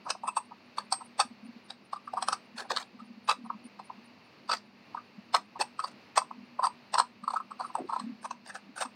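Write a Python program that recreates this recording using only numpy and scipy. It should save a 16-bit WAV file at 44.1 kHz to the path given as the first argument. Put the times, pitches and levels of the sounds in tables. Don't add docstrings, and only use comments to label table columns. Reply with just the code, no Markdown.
import sys
import numpy as np
from scipy import signal
from scipy.fft import rfft, irfft
from scipy.io import wavfile
from scipy.ndimage import uniform_filter1d

SR = 44100
rng = np.random.default_rng(int(sys.argv[2]) if len(sys.argv) > 2 else 0)


def unload_wav(signal):
    wavfile.write(
        sys.argv[1],
        SR,
        np.round(np.clip(np.atleast_2d(signal).T, -1, 1) * 32767).astype(np.int16),
    )


N = 394694

# f/Hz, level/dB
HUM_TONES = [(203, -67), (240, -65)]
# f/Hz, relative level/dB
AIR_COLOUR = [(25, -45), (55, -27), (105, -9), (290, -7.5), (420, -10), (1150, -11.5), (1450, -16.5),
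              (2700, -12), (3300, -23), (4500, -16.5), (5400, -26.5), (8000, -45), (11000, -45)]
# t/s, level/dB
TICK_LEVELS = [(.45, -70), (.65, -82.5), (1.06, -61), (1.6, -72), (2.9, -78), (3.7, -60), (4.5, -88)]
# t/s, knock level/dB, knock f/Hz, scratch level/dB, nominal slip spread/s
TOUCHES = [(0.074, -33, 1030, -60, 0.0075), (0.105, -31, 1100, -29, 0.0014), (0.153, -42, 910, -75, 0.0018),
           (0.241, -32.5, 910, -64, 0.0027), (0.26, -39, 920, -73, 0.0028),
           (0.284, -26.5, 990, -43, 0.0045), (.371, -23.5, 984, -39, 0.0027),
           (.378, -30, 1010, -45, 0.0017), (0.521, -42, 980, -93, 0.0039), (.785, -30, 1040, -35.5, 0.0015),
           (.927, -26, 957, -32, 0.0017), (1.015, -40.5, 970, -65, 0.0053), (1.195, -31, 780, -43, 0.00061),
           (1.201, -21.5, 966, -26, 0.0011), (1.209, -24, 1153, -28, 0.0039),
           (1.705, -46.5, 820, -42, 0.00089), (1.934, -30, 1087, -48, 0.0024),
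           (1.966, -39.5, 1190, -58.5, 0.0034), (2.079, -37, 1220, -65, 0.0015),
           (2.139, -31, 775, -55, 0.0014), (2.181, -26, 1027, -52, 0.0068),
           (2.226, -31, 1150, -34, 0.00098), (2.286, -24, 1110, -32, 0.00043),
           (2.33, -26.5, 1210, -34, 0.0027), (2.584, -50, 1490, -42.5, 0.0029),
           (2.606, -46, 1180, -40.5, 0.0018), (2.706, -28.5, 1020, -35, 0.0015),
           (2.718, -38, 900, -36, .0007), (2.764, -47, 1120, -33.5, 0.00053),
           (2.772, -31, 1420, -32.5, 0.00096), (2.827, -48.5, 895, -48, 0.00096),
           (3.004, -45, 1210, -60, 0.0054), (3.291, -24.5, 1010, -33.5, 0.0016),
           (3.296, -21.5, 990, -23.5, 0.0013), (3.313, -27, 1130, -27.5, 0.00019),
           (3.461, -45.5, 1030, -67, .004), (3.504, -29.5, 1030, -83, 0.001),
           (3.798, -40, 970, -54.5, 0.0025), (3.904, -37.5, 960, -80, 0.0026),
           (4.498, -26, 1066, -37.5, 0.0026), (4.517, -27, 1280, -31, 0.0019),
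           (4.533, -29.5, 1394, -32, 0.0028), (4.949, -32.5, 1006, -61, 0.0012),
           (4.978, -35.5, 1240, -65.5, 0.0034), (5.348, -19, 950, -21, 0.0024),
           (5.357, -24.5, 1240, -47, 0.0021), (5.564, -39, 920, -77, 0.0034),
           (5.613, -25, 840, -31, 0.0025), (5.794, -29.5, 1150, -46.5, .0009),
           (5.801, -34, 1290, -45, 0.00097), (5.844, -29.5, 1050, -45.5, 0.0016),
           (6.179, -19, 1017, -31, 0.0022), (6.219, -32.5, 1045, -74, 0.0012),
           (6.312, -37.5, 955, -79, 0.0011), (6.598, -25.5, 974, -64, 0.0031),
           (6.633, -28.5, 1000, -57, 0.0072), (6.644, -19.5, 1070, -38, 0.0053),
           (6.670, -25, 994, -41, 0.0008), (6.942, -25.5, 850, -28, 0.0011),
           (6.956, -25, 1020, -40, 0.0029), (6.984, -20.5, 990, -33.5, 0.00055),
           (7.001, -17.5, 1065, -29.5, 0.00094), (7.241, -39, 1190, -58.5, 0.0018),
           (7.281, -25, 1083, -52, 0.0015), (7.307, -33, 1000, -50, 0.0015),
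           (7.341, -29, 910, -52.5, 0.0021), (7.368, -25, 1224, -62, 0.0043),
           (7.404, -35.5, 1110, -68, 0.0021), (7.514, -37.5, 1144, -60.5, 0.0025),
           (7.61, -29, 985, -58, 0.0057), (7.65, -34, 1200, -70, 0.0076), (7.703, -43, 1000, -73, .0037),
           (7.754, -26, 890, -50, 0.0003), (7.787, -34.5, 733, -61, 0.0032), (7.9, -31, 1000, -59, 0.0044),
           (7.934, -26.5, 1025, -53, 0.0037), (7.965, -27, 920, -60, 0.0011),
           (7.999, -36, 1100, -45, 0.0014), (8.252, -33, 970, -48.5, 0.004),
           (8.312, -32.5, 990, -44, 0.0016), (8.503, -42, 1670, -50.5, 0.0019),
           (8.555, -40, 1550, -49.5, 0.0012), (8.785, -39, 1440, -48.5, 0.0063),
           (8.823, -30.5, 1040, -39.5, 0.0013), (8.856, -37.5, 1030, -53, 0.0028)]
# f/Hz, t60/s, relative level/dB
BODY_MODES = [(786, 0.025, 5.5), (997, 0.031, -6), (1040, 0.013, -25), (1306, 0.029, 7.5),
              (1740, 0.055, -12)]
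# f/Hz, relative level/dB
NAIL_COLOUR = [(100, -52.5), (330, -21.5), (480, 5), (1300, 5.5), (1700, -0.5), (2100, -7), (2900, -0.5),
               (3800, 3), (5000, 3), (6500, -19.5), (7300, -22), (9800, -36), (10500, -44.5), (16000, -44)]
# t60/s, pitch spread/fraction
NAIL_RINGS = [(0.046, .004), (0.014, 0.0099), (0.00053, .02), (.014, .011)]
# f/Hz, relative level/dB
SIZZLE_COLOUR = [(100, -61), (6000, -11), (7200, -13), (8200, 7), (9100, -2.5), (9800, 0.5), (10200, -29.5),
                 (16000, -33)]
# t/s, level/dB re the touch's scratch level (low, middle, upper, top ring, sizzle), middle ring f/Hz
GRIP = [(.106, -8.5, -2.5, -6.5, -19, -9.5, 4960), (.284, 1, -19, -35, -2, 2, 4450),
        (.375, -4, -6, -11, 2, -1, 4600), (.785, -30, -1.5, -28, -22, -12, 4570),
        (.927, -27, 3, -3.5, -12, 1, 4500), (1.205, -8, -6, -9, -7.5, -9.5, 4640),
        (1.705, -21, 0, -2.5, -19, -14.5, 3860), (2.226, -19, -30, -7.5, -24, -4.5, 4300),
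        (2.33, -11, -2, -3.5, -24, -3.5, 4560), (2.6, -29, -2, -23, -27, -16, 4440),
        (2.712, -28, -8, -7, -25, -27, 3850), (2.77, -31, -4, 0, -20, -17, 3820),
        (3.3, -9.5, -8, -32, -21.5, -17, 3960), (4.52, -9, -0.5, -18.5, -13.5, -57, 4690),
        (5.35, -29, -13, -14.5, -16, -20, 4290), (5.613, -2.5, -4, -8, -10, -7.5, 4500),
        (5.798, -10, -18, -15, -5.5, -12, 4530), (5.845, -26, 7.5, -25, -7.5, -22, 4640),
        (6.178, -4, -1.5, -4.5, 2, -19.5, 4780), (6.65, -16, 0.5, -19.5, -3.5, -10.5, 4750),
        (6.97, -55, -8, -10, -8, -42, 4370), (7.29, -32, 2.5, -17, -2, -30, 4350),
        (7.755, -6.5, -17, -13, -1, 0, 4450), (7.97, -32, 0.5, -12, -4.5, -14, 4200),
        (8.28, -4.5, -28, -6.5, -16, -29, 5000), (8.82, -4.5, -7, -5, 1.5, -21, 4660)]
# f/Hz, relative level/dB
CLOTH_COLOUR = [(100, -49.5), (250, -28.5), (520, 10), (1250, 4), (1650, 11), (2100, -1.5), (2700, -2),
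                (3200, -7), (3750, -2), (4600, -6), (5900, -6), (7200, -8), (8400, -10.5), (9700, -20),
                (10200, -26), (16000, -29)]
# t/s, f/Hz, level/dB, t60/s
PINGS = [(.288, 2630, -43, 0.051), (0.373, 2600, -62, .06), (0.926, 8330, -33.5, .21),
         (1.202, 4510, -33, 0.031), (7.0, 8420, -41, .08)]
# middle t/s, nominal level/dB, judder half-length/s
BUMPS = [(1.255, -47.5, .007), (1.313, -47, .007), (1.436, -44.5, .007), (1.458, -43.5, .007),
         (1.493, -41.5, .007), (1.566, -48, .01), (2.553, -46.5, .0089), (2.954, -48.5, .007),
         (3.023, -43.5, .01), (3.107, -47, .011), (3.178, -47, .007), (3.393, -48, .007),
         (3.444, -41.5, 0.026), (3.553, -42, 0.015), (3.656, -43.5, .008), (3.984, -47, .0073),
         (5.186, -42, .008), (6.384, -44.5, 0.024), (6.434, -47.5, 0.0061), (7.234, -45, 0.0063),
         (8.071, -35, 0.042), (8.695, -47, .0076), (8.86, -45, .0073)]
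# middle t/s, length/s, cloth, rasp and hiss level/dB, hiss f/Hz
RUBS = [(2.597, 0.1, -41, -59, -59, 9400), (2.722, 0.062, -35, -51, -60, 7900),
        (2.796, 0.089, -42, -52, -63, 8000), (4.537, .13, -39, -46.5, -66, 8100),
        (5.611, 0.05, -34, -44.5, -49.5, 8440), (5.856, .17, -51.5, -55, -63, 8600),
        (6.179, 0.054, -29.5, -42, -45, 8000), (6.648, .055, -47, -45, -44, 8700),
        (6.99, 0.032, -36.5, -33.5, -34, 8300), (7.343, 0.14, -53, -63, -63, 8500),
        (7.612, 0.067, -63, -50, -62.5, 8700), (7.656, 0.11, -62, -62, -62, 9050),
        (7.962, .26, -57.5, -62, -70, 8400), (8.248, 0.084, -47.5, -64, -56, 8800),
        (8.491, 0.11, -51, -57.5, -57, 8670), (8.557, 0.077, -44.5, -62, -60.5, 8800),
        (8.784, 0.073, -44.5, -58, -51, 9000), (8.821, .059, -33, -54, -41.5, 8600)]
# middle t/s, length/s, level/dB before the fades, f/Hz
SHUFFLES = [(2.618, 0.045, -46.5, 543), (2.653, .05, -47, 840), (2.723, 0.049, -36.5, 527),
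            (4.516, .04, -43.5, 555), (5.352, 0.0162, -37, 558), (5.604, 0.03, -39.5, 410),
            (7.798, 0.079, -42.5, 610), (7.813, 0.066, -39.5, 278), (7.85, 0.032, -40.5, 314)]

SIZE, LEAD = 4096, 1024
LOW_RING_HZ, TOP_RING_HZ, UPPER_TO_MIDDLE_RATIO = 2628, 8355, 1.21
SETTLE_CHANCE, SETTLE_S, SETTLE_DB, SETTLE_SPREAD_S = 0.51, .022, -20.5, 0.0027


def undb(db):
    return 10 ** (np.asarray(db) / 20)


def unit(x):
    return x / np.sqrt(np.sum(x ** 2) + 1e-18)


def level(x, db, seconds):
    return unit(x) * undb(db) * np.sqrt(seconds * SR)


def add(out, x, s):
    i = int(round(s * SR))
    a, b = max(i, 0), min(i + len(x), N)
    out[a:b] += x[a - i:b - i]


def through(x, response):
    return signal.fftconvolve(x, response)[:len(x)]


def colour(points):
    hz, db = np.transpose(points)
    f = np.maximum(np.fft.rfftfreq(SIZE, 1 / SR), 1)
    gain = undb(np.interp(np.log(f), np.log(hz), db))
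    cepstrum = irfft(np.log(gain))
    cepstrum[1:SIZE // 2] *= 2
    cepstrum[SIZE // 2 + 1:] = 0
    return unit(irfft(np.exp(rfft(cepstrum))))


def ring(modes, vary_db=0, detune=0):
    t, out = np.arange(SIZE) / SR, 0
    for (hz, t60, db), (share, shift) in zip(modes, rng.standard_normal((len(modes), 2))):
        swing = np.sin(2 * np.pi * hz * (1 + detune * shift) * t) * np.exp(-np.log(1000) * t / t60)
        out = out + undb(db + vary_db * share) * unit(swing)
    return unit(out)


def resonate(x, hz, q):
    b, a = signal.iirpeak(hz, q, fs=SR)
    return signal.lfilter(b, a, signal.lfilter(b, a, x))


def walk(rate_hz):
    hold = int(SR / rate_hz)
    steps = np.repeat(rng.standard_normal(N // hold + 1), hold)
    drift = uniform_filter1d(steps, hold)[:N]
    return drift / drift.std()


def grit(size, scatter_db):
    clicks = rng.standard_normal(size) * undb(scatter_db * np.minimum(rng.exponential(size=size), 5))
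    return clicks / clicks.std()


def slips(width_s, creep_s, creep_db, scatter_db, rise=0.69, fall=1.02, build=0.93):
    t = (np.arange(SIZE) - LEAD) / SR
    since_peak = t + (fall - rise) * width_s
    burst_shape = np.exp(-.5 * (since_peak / (width_s * np.where(since_peak < 0, rise, fall))) ** 2)
    creep_shape = np.exp(-np.abs(t) / (creep_s * np.where(t < 0, build, 1)))
    burst = unit(grit(SIZE, scatter_db) * burst_shape)
    creep = unit(grit(SIZE, scatter_db) * creep_shape)
    return burst + undb(creep_db) * creep


def room_tone(waver=0.65, air_db=-58.5, drift_db=-1.2):
    t, hum = np.arange(N) / SR, 0
    for hz, db in HUM_TONES:
        amplitude = undb(db) * np.sqrt(2) * (1 + waver * walk(14))
        hum = hum + amplitude * np.sin(2 * np.pi * hz * t + waver * walk(15))
    air = through(rng.standard_normal(N), colour(AIR_COLOUR))
    return hum + air * undb(air_db + drift_db * walk(5.4))


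def resting_hand(hz=232, q=1.5, db=-67.5, uneven_db=5):
    push = rng.standard_normal(N) * undb(uneven_db * np.minimum(walk(22), 2))
    return level(resonate(push, hz, q), db, N / SR)


def ticking(hz=9500, q=22, period_s=.2, uneven_db=3):
    out = np.zeros(N)
    for s in np.arange(.058, N / SR, period_s):
        rasp = resonate(slips(width_s=0.011, creep_s=.008, creep_db=-7.5, scatter_db=2), hz, q)
        db = np.interp(s, *np.transpose(TICK_LEVELS)) + uneven_db * rng.standard_normal()
        add(out, level(rasp, db, .02), s - LEAD / SR)
    return out


def knock(hz, spread_s, softness, hard_q=2.86, soft_q=4.0, body_db=-6, early_s=0.001538):
    force = slips(1.69 * spread_s, creep_s=0.0092, creep_db=-10, scatter_db=1.5, build=.5)
    push = resonate(np.roll(force, -int(early_s * SR)), hz, hard_q + softness * (soft_q - hard_q))
    push = signal.sosfilt(signal.butter(4, [420, 1580], "band", fs=SR, output="sos"), push)
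    body = through(push, ring(BODY_MODES, vary_db=-6.5, detune=0.018))
    return unit(push) + undb(body_db) * unit(body)


def nail_ring(force, hz, t60, detune, treble_cut_hz=8860):
    rung = resonate(through(force, ring([(hz, t60, 0)], detune=detune)), hz, q=4.7)
    return signal.sosfilt(signal.butter(8, treble_cut_hz, fs=SR, output="sos"), rung)


def hollow(x, delay_s=.0011, echo=0.93, vary=.25):
    lag = int(SR * delay_s * np.exp(vary * rng.standard_normal()))
    return x + echo * np.roll(x, lag)


def grip_at(s):
    times, *columns = np.transpose(GRIP)
    return [np.interp(s, times, column) for column in columns]


def touch(tip_db, hz, nail_db, spread_s, grip, nail, edge, soft_db=-43, slide_s=0.0013, dry_db=-3):
    softness = 1 / (1 + undb(2 * (nail_db - soft_db)))
    force = slips(1.64 * spread_s + softness * slide_s, creep_s=0.0092, creep_db=-7.5, scatter_db=3.5)
    *grip_db, middle_hz = grip
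    pitches = [LOW_RING_HZ, middle_hz, UPPER_TO_MIDDLE_RATIO * middle_hz, TOP_RING_HZ]
    rings = [nail_ring(force, pitch, *mode) for pitch, mode in zip(pitches, NAIL_RINGS)]
    sizzle = through(hollow(force), edge)
    tip = knock(hz, spread_s, softness)
    scratch = through(hollow(force), nail)
    parts = [(tip, tip_db), (scratch, nail_db + dry_db)]
    parts += [(part, nail_db + db) for part, db in zip(rings + [sizzle], grip_db)]
    return sum(level(part, db, .01) for part, db in parts)


def touches():
    out, nail, edge = np.zeros(N), colour(NAIL_COLOUR), colour(SIZZLE_COLOUR)
    settling = rng.random((len(TOUCHES), 2))
    for (s, tip_db, hz, nail_db, spread_s), (chance, delay) in zip(TOUCHES, settling):
        start = s - LEAD / SR
        add(out, touch(tip_db, hz, nail_db, spread_s, grip_at(s), nail, edge), start)
        pat = level(knock(hz, SETTLE_SPREAD_S, softness=1), tip_db + SETTLE_DB, .01)
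        if chance < SETTLE_CHANCE:
            add(out, pat, start + SETTLE_S * (.5 + delay))
    return out


def stroke(s, length, catch):
    size = int(length * SR)
    caught = catch.take(int((s - length / 2) * SR) + np.arange(size), mode="clip")
    return np.pad(grit(size, scatter_db=3.5) * np.hanning(size) * caught, (0, LEAD))


def nail_drags(catch, length_s=0.052, lag_s=0.0037, relative_db=-11):
    out, cloth = np.zeros(N), colour(CLOTH_COLOUR)
    for s, _, _, nail_db, _ in TOUCHES:
        drag = through(hollow(stroke(s, length_s, catch)), cloth)
        drag = level(drag, nail_db + relative_db, length_s * 3 / 8)
        add(out, drag, s + lag_s - length_s / 2)
    return out


def pings(onset_s=.001):
    out, t = np.zeros(N), np.arange(SR // 4) / SR
    for s, hz, db, t60 in PINGS:
        envelope = np.exp(-np.log(1000) * t / t60) * (1 - np.exp(-t / onset_s))
        add(out, level(np.sin(2 * np.pi * hz * t) * envelope, db, .01), s)
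    return out


def bumps(bench_hz=232.8, swell_s=0.0045, fade_s=0.0093, judder_s=.027, gain_db=0.5, pitch_spread=0.05):
    out, t = np.zeros(N), (np.arange(SIZE) - SIZE // 2) / SR
    envelope = np.sqrt(2) * np.exp(-.5 * (t / np.where(t < 0, swell_s, fade_s)) ** 2)
    for s, db, half_s in BUMPS:
        for lag in judder_s * np.arange(-3, 4):
            push = undb(db + gain_db) * np.exp(-.5 * (lag / half_s) ** 2)
            hz = bench_hz * (1 + pitch_spread * rng.standard_normal())
            swing = np.sin(2 * np.pi * (hz * t + rng.random()))
            add(out, push * envelope * swing, s + lag - SIZE / 2 / SR)
    return out


def rubs(catches):
    out, cloth = np.zeros(N), colour(CLOTH_COLOUR)
    for s, length, cloth_db, rasp_db, hiss_db, hiss_hz in RUBS:
        rasp_hz = grip_at(s)[-1]
        weave, rasp, hiss = (stroke(s, length, catch) for catch in catches)
        parts = [(through(hollow(weave), cloth), cloth_db),
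                 (resonate(hollow(rasp), rasp_hz, q=4), rasp_db),
                 (resonate(hollow(hiss), hiss_hz, q=10), hiss_db)]
        rub = sum(level(part, db, length * 3 / 8) for part, db in parts)
        add(out, rub, s - length / 2)
    return out


def shuffles(q=2.1):
    out = np.zeros(N)
    for s, length, db, hz in SHUFFLES:
        size = int(length * SR)
        drag = level(resonate(grit(size, scatter_db=1.0), hz, q), db, length)
        add(out, drag * np.hanning(size), s - length / 2)
    return out


def room(x, t60_s=0.15, tail_db=-14, onset_s=0.002):
    t = np.arange(SR // 4) / SR
    tail = rng.standard_normal(len(t)) * undb(-60 * t / t60_s) * (1 - np.exp(-(t / onset_s) ** 2))
    return x + undb(tail_db) * through(x, unit(tail))


def scene(catch_db=5.5, catch_rate_hz=150):
    taps = touches()
    catches = [undb(catch_db * walk(catch_rate_hz)) for _ in range(3)]
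    fingers = taps + rubs(catches) + nail_drags(catches[0]) + shuffles()
    return (room(fingers) + pings() + bumps() + resting_hand() + ticking() + room_tone())[None]


def record(dry, low_cut_hz=75, top_hz=15900):
    thin = signal.sosfilt(signal.butter(2, low_cut_hz, "high", fs=SR, output="sos"), dry)
    return signal.sosfilt(signal.ellip(8, .2, 70, top_hz, fs=SR, output="sos"), thin)


dry = scene()
out = record(dry)
unload_wav(out)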